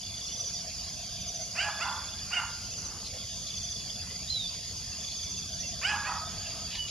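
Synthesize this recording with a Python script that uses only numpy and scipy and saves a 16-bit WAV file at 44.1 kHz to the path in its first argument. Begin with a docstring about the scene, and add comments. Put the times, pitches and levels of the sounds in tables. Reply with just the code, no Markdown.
"""Distant dog among birds and insects

A dog barks five times, each an arch of pitch through a mouth that opens, then closes.
Walls and trees throw each bark back. One small bird runs through falling chips, another trills,
others twitter and whistle, all in gliding tones. Insects shrill all around in steady noise bands.
Underneath lie a far rumble, a hollow drone and a light rustle of leaves."""
import sys
import numpy as np
from scipy import signal
from scipy.fft import rfft, irfft, next_fast_len
from scipy.io import wavfile
from scipy.ndimage import uniform_filter1d, map_coordinates

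SR = 44100
rng = np.random.default_rng(int(sys.argv[2]) if len(sys.argv) > 2 else 0)


def persist_wave(psi):
    """Save psi, clipped to +-1, as 16-bit WAV."""
    counts = np.round(np.clip(psi, -1, 1) * 32767).astype(np.int16)
    wavfile.write(sys.argv[1], SR, np.atleast_2d(counts).T)


N = 304290
SIDES = np.array([[.5], [-.5]])  # left, right share of a difference


def amp(db):
    """Decibels to gain."""
    return 10 ** (np.asarray(db) / 20)


def unit(x):
    """Scale to rms 1."""
    return x / np.sqrt(np.mean(x ** 2) + 1e-20)


def along(points, hz):
    """Interpolate (f/Hz, value) points on a log axis."""
    knots_hz, values = np.transpose(points)
    return np.interp(np.log(hz + 1), np.log(knots_hz + 1), values)


def wobble(rate_hz, size):
    """Smooth random curve, rate_hz knots a second."""
    knots = rng.standard_normal(int(size * rate_hz / SR) + 4)
    return map_coordinates(knots, [np.arange(size) * rate_hz / SR])


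def filtered(x, response):
    """Apply a frequency response, given as a function of Hz."""
    size = next_fast_len(x.shape[-1] + 8192)
    return irfft(rfft(x, size) * response(np.fft.rfftfreq(size, 1 / SR)), size)[..., :x.shape[-1]]


def band(hz, centre_hz, octaves):
    """Bell-shaped pass band."""
    return np.exp(-.5 * (np.log2((hz + 1) / centre_hz) / octaves) ** 2)


def add(track, start_s, sound):
    """Mix a sound into the track."""
    start = int(np.clip(round(start_s * SR), 0, N))
    track[start:start + len(sound)] += sound[:N - start]


def placed(x, left_db):
    """Pan by a left-minus-right level."""
    return x * amp(SIDES * left_db)


# Left-right coherence: f/Hz, coherence/0-1
COHERENCE = [(60, 0.93), (160, 0.72), (450, 0.62), (750, 0.95), (1500, 0.6), (3400, 1), (4300, 0.82),
             (4900, 0.59), (5500, 0.72), (6100, 0.58), (6700, 0.26), (8500, 0.15), (10200, 0.05),
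             (12000, 0.14)]
# Left minus right: f/Hz, level/dB
BALANCE = [(60, -2.5), (110, -1), (200, -0.5), (380, -1), (700, -1), (1290, -0.5), (2380, 0.0),
           (4400, -1.5), (8120, -0.5), (15000, -2)]
# Left ahead of right: f/Hz, phase/rad
PHASE_LEAD = [(100, -0.11), (3800, 0.75), (4900, 1.2), (5700, 0.45), (6150, 2), (7000, 1.77), (8200, -5),
              (10800, 3), (11700, -6.5)]
def diffuse_noise(colour, patchy_db):
    """Stereo noise from all around, rms 1, with random patches of gain in time and frequency."""
    spectra = signal.stft(rng.standard_normal((2, N)), nperseg=512)[2]
    patches = rng.standard_normal(spectra.shape[1:])
    patches = uniform_filter1d(uniform_filter1d(patches, 3, 0), 9, 1)
    pair = signal.istft(spectra * amp(patchy_db * unit(patches)), nperseg=512)[1][:, :N]
    width_rad = lambda hz: np.arccos(np.clip(along(COHERENCE, hz), 0, 1)) / 2
    mid, side = filtered(pair, lambda hz: colour(hz) * [np.cos(width_rad(hz)), np.sin(width_rad(hz))])
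    skew = lambda hz: amp(SIDES * along(BALANCE, hz)) * np.exp(1j * SIDES * along(PHASE_LEAD, hz))
    return unit(filtered(np.array([mid + side, mid - side]), skew))


# Decay among the trees, before stretch: f/Hz, T60/s
TREE_DECAY = [(300, 0.8), (1300, 0.79), (3000, 0.65), (8000, 0.23)]
def tree_scatter(x, stretch, spread):
    """Diffuse tail from the trees, treble dying first."""
    hz, t, spectra = signal.stft(rng.standard_normal((2, SR)), SR, nperseg=256)
    t60_s = stretch * along(TREE_DECAY, hz)
    mid, side = signal.istft(spectra * amp(-60 * t / t60_s[:, None]), SR, nperseg=256)[1]
    tail = np.array([mid + spread * side, mid - spread * side]) / np.linalg.norm(mid)
    return signal.oaconvolve(x[None], tail, axes=1)[:, :N]


# Rumble and open-air spectra: f/Hz, relative density/dB
RUMBLE_SPECTRUM = [(12, -50), (24, -26), (35, -10.5), (49, -5.5), (81, 0.5), (98, -1), (119, -5.5),
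                   (183, -5.5), (229, -11), (285, -19.5), (365, -23), (450, -25), (580, -80), (990, -120)]
AIR_SPECTRUM = [(150, -22), (300, -9), (500, 1), (700, -0.5), (850, -5.5), (1050, -3.5), (1500, -7),
                (2000, -5), (2700, 0), (3400, 1.5), (4100, -6), (5000, -21), (7000, -52)]
# Drone envelope: t/s, level/dB
DRONE_ENVELOPE = [(0, -62.5), (.7, -55.5), (1.1, -57), (1.55, -51), (2.6, -64.5), (4, -64), (5.3, -62.5),
                  (6.3, -50.5), (6.9, -65.5)]
def far_ambience(rumble_db=-48.5, growth_db_per_s=0.36, air_db=-51.5, drone_hz=680):
    """Slowly growing rumble, hiss of open air and a hollow narrow-band drone."""
    t = np.arange(N) / SR
    rumble = diffuse_noise(lambda hz: amp(along(RUMBLE_SPECTRUM, hz)), patchy_db=1.83)
    air = diffuse_noise(lambda hz: amp(along(AIR_SPECTRUM, hz)), patchy_db=4.0)
    drone = diffuse_noise(lambda hz: band(hz, drone_hz, octaves=0.12), patchy_db=4.0)
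    drone_db = np.interp(t, *np.transpose(DRONE_ENVELOPE))
    return amp(rumble_db + growth_db_per_s * t) * rumble + amp(air_db) * air + amp(drone_db) * drone


# Leaf rustles: centre t/s, half-height half width/s, f/Hz, level/dB
LEAF_RUSTLES = [(2.638, 0.065, 3240, -53.5), (2.935, 0.11, 970, -54.5), (2.92, .13, 354, -58.5),
                (3.076, 0.029, 4200, -44.5), (6.502, .08, 3060, -48), (6.751, 0.035, 3470, -40),
                (6.895, 0.017, 3500, -42)]
def leaves(flutter_db=2.3):
    """Leaves rustle in brief swells of band noise."""
    track = np.zeros(N)
    for centre_s, half_s, centre_hz, db in LEAF_RUSTLES:
        size = int(4 * half_s * SR)
        hiss = unit(filtered(rng.standard_normal(size), lambda hz: band(hz, centre_hz, octaves=0.47)))
        swell = amp(db + flutter_db * wobble(120.4, size)) * np.hanning(size)
        add(track, centre_s - 2 * half_s, swell * hiss)
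    return placed(track, left_db=-1.0)


# Insect spectra, main chorus and highest band: f/Hz, relative density/dB
CHORUS_SPECTRUM = [(3500, -32), (4150, -9.5), (4400, -4.5), (4650, 5), (4950, 3), (5250, -1), (5500, -6),
                   (6050, -4.5), (6500, 2), (6800, 0.5), (7150, -12.5), (8000, -21), (8800, -21.5),
                   (11000, -38.5)]
SHRILL_SPECTRUM = [(7500, -40), (8900, -40), (9500, -2.5), (10200, 5), (10900, 7), (11500, 0.5),
                   (12100, -13), (13000, -38), (15000, -37), (15700, -44)]
def insects(chorus_db=-40, drift_db=0.5, shrill_db=-56, buzz_depth=0.096, buzz_hz=60.3):
    """Many insects merge into steady bands with a slight buzz."""
    t = np.arange(N) / SR
    level_db = chorus_db + drift_db * wobble(3.19, N)
    buzz = 1 + buzz_depth * np.sin(2 * np.pi * buzz_hz * t + wobble(3.8, N))
    chorus = diffuse_noise(lambda hz: amp(along(CHORUS_SPECTRUM, hz)), patchy_db=2.0)
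    edge_hz = SHRILL_SPECTRUM[0][0]
    shrill = diffuse_noise(lambda hz: amp(along(SHRILL_SPECTRUM, hz)) * (hz > edge_hz), patchy_db=0.5)
    return amp(level_db) * buzz * chorus + amp(shrill_db) * shrill


# Distant trills: centre t/s, half length/s, level/dB
FAR_TRILL_SWELLS = [(1.19, .4, -51), (3.3, 0.24, -48), (4.487, 0.39, -50.5), (5.44, 0.76, -54.5),
                    (6.6, 1, -57)]
def far_trills(trill_hz=3460, lull_db=-66):
    """Trills swell and fade, blurred by distance into a narrow noise band."""
    t = np.arange(N) / SR
    swells = sum(amp(db) * np.cos(np.pi / 2 * np.clip((t - centre_s) / half_s, -1, 1))
                 for centre_s, half_s, db in FAR_TRILL_SWELLS)
    blur = diffuse_noise(lambda hz: band(hz, trill_hz, octaves=0.091), patchy_db=2.5)
    return (amp(lull_db) + swells) * blur


def add_note(track, centre_s, length_s, contour, db):
    """Mix in one bird note, a gliding sine; contour maps u = -1..1 across it to Hz."""
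    u = np.linspace(-1, 1, int(length_s * SR))
    pitch_hz = contour(u) * (1 + 0.0053 * wobble(440, len(u)))
    tone = np.sin(2 * np.pi * np.cumsum(pitch_hz) / SR)
    add(track, centre_s - length_s / 2, amp(db) * np.cos(u * np.pi / 2) * tone)


# Distant slurs: centre t/s, length/s, f/Hz, rise/Hz, source level/dB
FAR_SLURS = [(0.709, 0.1, 2636, 691, -48), (.848, 0.15, 3970, 890, -49), (1.219, 0.041, 2690, -300, -42),
             (3.06, .044, 4200, 400, -43.5), (3.478, .061, 4080, -400, -46),
             (3.897, .026, 3080, -300, -37.5), (4.148, 0.36, 2103, 913, -54), (5.116, .087, 4260, 700, -43),
             (5.602, 0.19, 1864, 798, -57), (6.263, 0.0334, 3594, -100, -39),
             (6.459, 0.036, 2730, -100, -39.5)]
def far_birds(chirps=50, chirp_s=0.031, chirp_db=-52, chirp_hz=3300, direct_db=-7, wet_db=-3):
    """Distant slurs and stray chirps, heard largely by way of the trees."""
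    track = np.zeros(N)
    for centre_s, length_s, hz, rise_hz, db in FAR_SLURS:
        add_note(track, centre_s, length_s, lambda u: hz + rise_hz * u / 2, db)
    for when, high, slope, loud in rng.uniform(-1, 1, (chirps, 4)):
        glide = lambda u: chirp_hz * np.exp(.3 * high + 0.056 * slope * u)
        add_note(track, (when + 1) / 2 * N / SR, chirp_s, glide, chirp_db + 4 * loud)
    track *= unit(wobble(250, N))  # multipath flutter
    tail = tree_scatter(track, stretch=0.13, spread=0.27)
    return placed(amp(direct_db) * track + amp(wet_db) * tail, left_db=1.0)


# Whistles: start t/s, length/s, f/Hz, fall/Hz, level/dB
WHISTLE_NOTES = [(4.27, 0.036, 3670, -350, -39.5), (4.296, .18, 4240, 781, -30.5),
                 (4.305, .09, 5450, 450, -45), (6.73, .04, 2980, 85, -41.5), (6.778, 0.098, 3020, 150, -36),
                 (6.748, 0.055, 1800, 24, -51), (2.71, 0.054, 2680, -60, -49), (5.628, .05, 2860, 223, -42)]
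def whistles(scoop=0.066, scoop_s=0.0078, ramp_s=0.0068, fade_db=-8, flutter_db=3.0, wet_db=-14):
    """Larger birds whistle single notes that scoop up to pitch, then glide and fade."""
    track = np.zeros(N)
    for start_s, length_s, hz, fall_hz, db in WHISTLE_NOTES:
        t = np.arange(int(length_s * SR)) / SR
        pitch_hz = hz * (1 - scoop * np.exp(-t / scoop_s)) - fall_hz * t / length_s
        phase = 2 * np.pi * np.cumsum(pitch_hz * (1 + 0.0016 * wobble(232, len(t)))) / SR
        gate = np.clip(np.minimum(t, length_s - t) / ramp_s, 0, 1) ** 2
        level_db = db + fade_db * t / length_s + flutter_db * wobble(181, len(t))
        add(track, start_s, gate * amp(level_db) * np.sqrt(2) * np.sin(phase))
    return placed(track + amp(wet_db) * tree_scatter(track, stretch=1.0, spread=0.68), left_db=-4.5)


def lateness(count, last_notes, ease_notes):
    """Per note of a run: 0 early on, rising towards 1 over the last notes."""
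    return 1 / (1 + np.exp((np.arange(count)[::-1] - last_notes) / ease_notes))


def slowing_run(first_s, last_s, count, slow_notes, ease_notes, gap_growth):
    """Note times of a run that starts evenly and slows at its end."""
    gaps = 1 + gap_growth * lateness(count - 1, slow_notes, ease_notes)
    beats = np.cumsum(np.r_[0, gaps])
    return first_s + (last_s - first_s) * beats / beats[-1]


# Trills: first t/s, last t/s, notes, slow closing notes, level/dB
TRILL_RUNS = [(0.035, .548, 14, 0.84, -39), (1.712, 2.194, 13, .97, -38.5), (3.469, 4.022, 14, 2.1, -38.5),
              (5.01, 5.593, 15, 1.52, -38.5)]
def trills(length_s=.017, pip_hz=3455, fall_hz=280, stray_db=1.3, tiring_db=-3, ease_notes=1.1):
    """Short falling pips on one pitch, slowing and tiring at the end."""
    track = np.zeros(N)
    for first_s, last_s, count, slow_notes, db in TRILL_RUNS:
        times_s = slowing_run(first_s, last_s, count, slow_notes, ease_notes, gap_growth=.788)
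        tiredness = lateness(count, slow_notes, ease_notes)
        levels_db = db + tiring_db * tiredness + stray_db * rng.standard_normal(count)
        for centre_s, level_db in zip(times_s, levels_db):
            add_note(track, centre_s, length_s, lambda u: pip_hz - fall_hz * u / 2, level_db)
    return track


# Twitters: first t/s, last t/s, notes, climax t/s, top f/Hz, level/dB
TWITTER_RUNS = [(.274, 0.882, 10, .44, 6040, -32), (1.299, 1.565, 6, 1.34, 6160, -38.5)]
def twitters(length_s=.026, arch_hz=1005, climax_width_s=0.129, sag_hz=478, soft_db=-8, stray_db=1.0):
    """Evenly spaced arched notes, highest and loudest at the climax of their run."""
    track = np.zeros(N)
    for first_s, last_s, count, climax_s, top_hz, db in TWITTER_RUNS:
        for centre_s in np.linspace(first_s, last_s, count):
            slack = 1 - np.exp(-.5 * ((centre_s - climax_s) / climax_width_s) ** 2)
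            arch = lambda u: top_hz - sag_hz * slack - arch_hz * u * u
            level_db = db + soft_db * slack + stray_db * rng.standard_normal()
            add_note(track, centre_s, length_s, arch, level_db)
    return track


# Chips: first t/s, last t/s, notes, slow closing notes, f/Hz, level/dB
FALLING_CHIPS = [(.181, 0.458, 6, 1.3, 6030, -35), (0.895, 1.429, 11, 2.5, 6075, -34.5),
                 (2.621, 2.861, 5, 1.45, 6030, -35.5), (3.255, 3.713, 10, 2.1, 6140, -34.5),
                 (4.716, 4.915, 4, 2.5, 6350, -43), (4.991, 5.384, 8, 2.4, 6170, -33.5),
                 (5.489, 5.68, 4, 1.6, 6010, -34)]
def chips(length_s=.037, soft_fall_hz=520, loud_fall_hz=910, soft_db=-10,
          ease_notes=0.27, lead_notes=0.66, stray_hz=55, stray_db=1.0):
    """Each run starts quick and soft; the closing notes are slower, louder and fall further."""
    track = np.zeros(N)
    for first_s, last_s, count, slow_notes, hz, db in FALLING_CHIPS:
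        times_s = slowing_run(first_s, last_s, count, slow_notes, ease_notes, gap_growth=.586)
        efforts = lateness(count, slow_notes + lead_notes, ease_notes)
        for centre_s, effort, (high, loud) in zip(times_s, efforts, rng.standard_normal((count, 2))):
            fall_hz = soft_fall_hz + effort * (loud_fall_hz - soft_fall_hz)
            glide = lambda u: hz + stray_hz * high - fall_hz * u / 2
            level_db = db + soft_db * (1 - effort) + stray_db * loud
            add_note(track, centre_s, length_s, glide, level_db)
    return track


def small_birds(high_wet_db=-6, low_direct_db=-0.5, low_wet_db=-8):
    """High chips and twitters and a lower trill, each with its tail from the trees."""
    high, low = chips() + twitters(), trills()
    high = high + amp(high_wet_db) * tree_scatter(high, stretch=1.0, spread=0.97)
    low = amp(low_direct_db) * low + amp(low_wet_db) * tree_scatter(low, stretch=0.56, spread=0.42)
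    return placed(high, left_db=-3.0) + placed(low, left_db=-3.5)


# The dog's voice catches and rings clear: t/s, half width/s, boost/dB
CLEAR_MOMENTS = [(1.591, 0.0048, 1.5), (1.678, 0.01, 1), (1.826, .007, 1), (2.335, 0.0059, 4.5),
                 (2.378, 0.0092, 6), (5.859, 0.0043, 2), (5.944, 0.0067, 4), (6.17, .011, 2.5)]
def bark_gesture(start_s, length_s, rise_s, top_hz, sag_hz, close_s, level_db, fade_db,
                 open_hoarse, closed_hoarse):
    """Pitch, gain, mouth opening and hoarseness through one bark."""
    onset_hz, sag_s = 454.2, 0.0115
    attack_s, attack_db, release_s = 0.04, -16.5, 0.021
    jaw_start, jaw_open_s, jaw_close_s = 0.62, 0.051, 0.015
    t = np.arange(int(length_s * SR)) / SR
    below_top_hz = (top_hz - onset_hz) * np.clip(1 - t / rise_s, 0, 1) ** 2
    settled = 1 - np.exp(-np.maximum(t - rise_s, 0) / sag_s)
    pitch_hz = top_hz - below_top_hz - sag_hz * settled
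    closed = 1 / (1 + np.exp((close_s - t) / jaw_close_s))
    mouth = np.interp(t, [0, jaw_open_s], [jaw_start, 1]) * (1 - closed)
    hoarse = open_hoarse + (closed_hoarse - open_hoarse) * closed
    db = level_db + np.interp(t, [0, attack_s, length_s], [attack_db, 0, fade_db])
    for centre_s, half_s, boost_db in CLEAR_MOMENTS:
        clear = np.exp(-.5 * ((start_s + t - centre_s) / half_s) ** 2)
        db += boost_db * clear
        hoarse *= 1 - 0.74 * clear
    gain = amp(db) * np.clip((length_s - t) / release_s, 0, 1) * signal.windows.tukey(len(t), .06)
    return pitch_hz, gain, np.clip(mouth, 0, 1), np.clip(hoarse, .01, 1)


# Throat response, mouth open and closed: f/Hz, level/dB
THROAT_OPEN = [(350, -23.5), (750, -19.5), (1100, -27), (1600, -7), (2100, -12.5), (2500, -8), (2950, 1.5),
               (3350, -31), (3900, -21.5), (4350, -52), (4700, -5.5), (5050, -23), (7000, -27),
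               (8300, -33.5), (10000, -57)]
THROAT_CLOSED = [(350, -21), (670, -28.5), (840, 6.5), (1050, 4.5), (1380, 2.5), (1620, 0.5), (1850, -13.5),
                 (2600, -15.5), (3400, -21), (6000, -22), (11000, -50)]
def bark(pitch_hz, gain, mouth, hoarse, jitter=0.013, subharmonic_db=-13, fray_db=2, flutter_db=1.5,
         neutral_hz=750):
    """Vocal-fold harmonics and pulsed breath through a throat that opens wide, then closes."""
    size = len(pitch_hz)
    lift = (pitch_hz / neutral_hz) ** 0.37  # the larynx climbs with pitch, raising the resonances
    pitch_hz = pitch_hz * (1 + jitter * (.5 + hoarse) * wobble(334, size))
    phase = 2 * np.pi * np.cumsum(pitch_hz) / SR
    orders = np.arange(2, 27)[:, None] / 2  # hoarse folds beat unevenly, adding half orders
    hz = orders * pitch_hz / lift
    weights = amp(mouth * along(THROAT_OPEN, hz) + (1 - mouth) * along(THROAT_CLOSED, hz))
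    weights *= np.where(orders % 1, 2 * hoarse * amp(subharmonic_db), 1)
    weights *= amp(fray_db * np.array([wobble(160, size) for _ in orders]))
    partials = np.sin(orders * phase + rng.uniform(0, 2 * np.pi, orders.shape))
    voiced = np.sum(weights * partials, 0) / np.sqrt(np.sum(weights ** 2, 0) / 2)
    puffs = rng.standard_normal(size) * (1 + 1.1 * np.cos(phase))
    wide, narrow = [unit(filtered(puffs, lambda f: amp(along(throat, f / lift.mean()))))
                    for throat in (THROAT_OPEN, THROAT_CLOSED)]
    rasp = mouth ** 2 * wide + (1 - mouth ** 2) * narrow
    flutter = amp(flutter_db * wobble(124.6, size))
    return gain * flutter * (np.sqrt(1 - hoarse ** 2) * voiced + hoarse * rasp)


# Reflections: delay/s, level/dB
ECHO_PATHS = [(.055, -7.5), (.1, -15), (.2, -25.5), (.45, -22), (0.528, -25), (.8, -27)]
def echoes(voice, smear_s=0.0078):
    """Walls and tree lines return delayed, smeared copies."""
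    track = np.zeros(N)
    t = np.arange(SR // 10) / SR
    for delay_s, db in ECHO_PATHS:
        smear = rng.standard_normal(len(t)) * np.exp(-t / smear_s)
        add(track, delay_s, amp(db) * signal.oaconvolve(voice, smear / np.linalg.norm(smear)))
    return track


# Barks: start t/s, length/s, pitch rise/s, top f/Hz, sag/Hz, mouth closes after/s, level/dB, fade/dB,
# hoarseness open/0-1, hoarseness closed/0-1
DOG_BARKS = [(1.548, 0.17, .11, 840, 11, 0.12, -30, -6, 0.52, 0.89),
             (1.781, 0.22, .066, 720.4, 25.9, 0.053, -32.5, -13, 0.5, 0.89),
             (2.301, 0.15, .052, 757.7, 54.2, .1, -31, -7.5, 0.77, 0.73),
             (5.811, 0.18, 0.096, 851, 14.5, 0.12, -28.5, -5.5, 0.4, 0.8),
             (6.03, 0.17, 0.061, 649, 10.4, 0.052, -34, -6, 0.52, 0.8)]
def dog(wet_db=-8, echo_hz=1350):
    """The barks, their duller echoes and the tail from the trees."""
    voice = np.zeros(N)
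    for row in DOG_BARKS:
        add(voice, row[0], bark(*bark_gesture(*row)))
    reflected = echoes(voice) + amp(wet_db) * tree_scatter(voice, stretch=0.94, spread=0.27)
    # on the long paths soft ground absorbs the bass, foliage the treble
    reflected = filtered(reflected, lambda hz: band(hz, echo_hz, octaves=0.93))
    return placed(voice + reflected, left_db=-3.5)


def scene():
    """Everything that sounds in the open air."""
    foreground = dog() + small_birds() + whistles()
    return foreground + far_birds() + far_trills() + insects() + far_ambience() + leaves()


def record(dry):
    """Brick-wall low-pass."""
    return filtered(dry, lambda hz: hz < 15750)


dry = scene()
out = record(dry)
persist_wave(out)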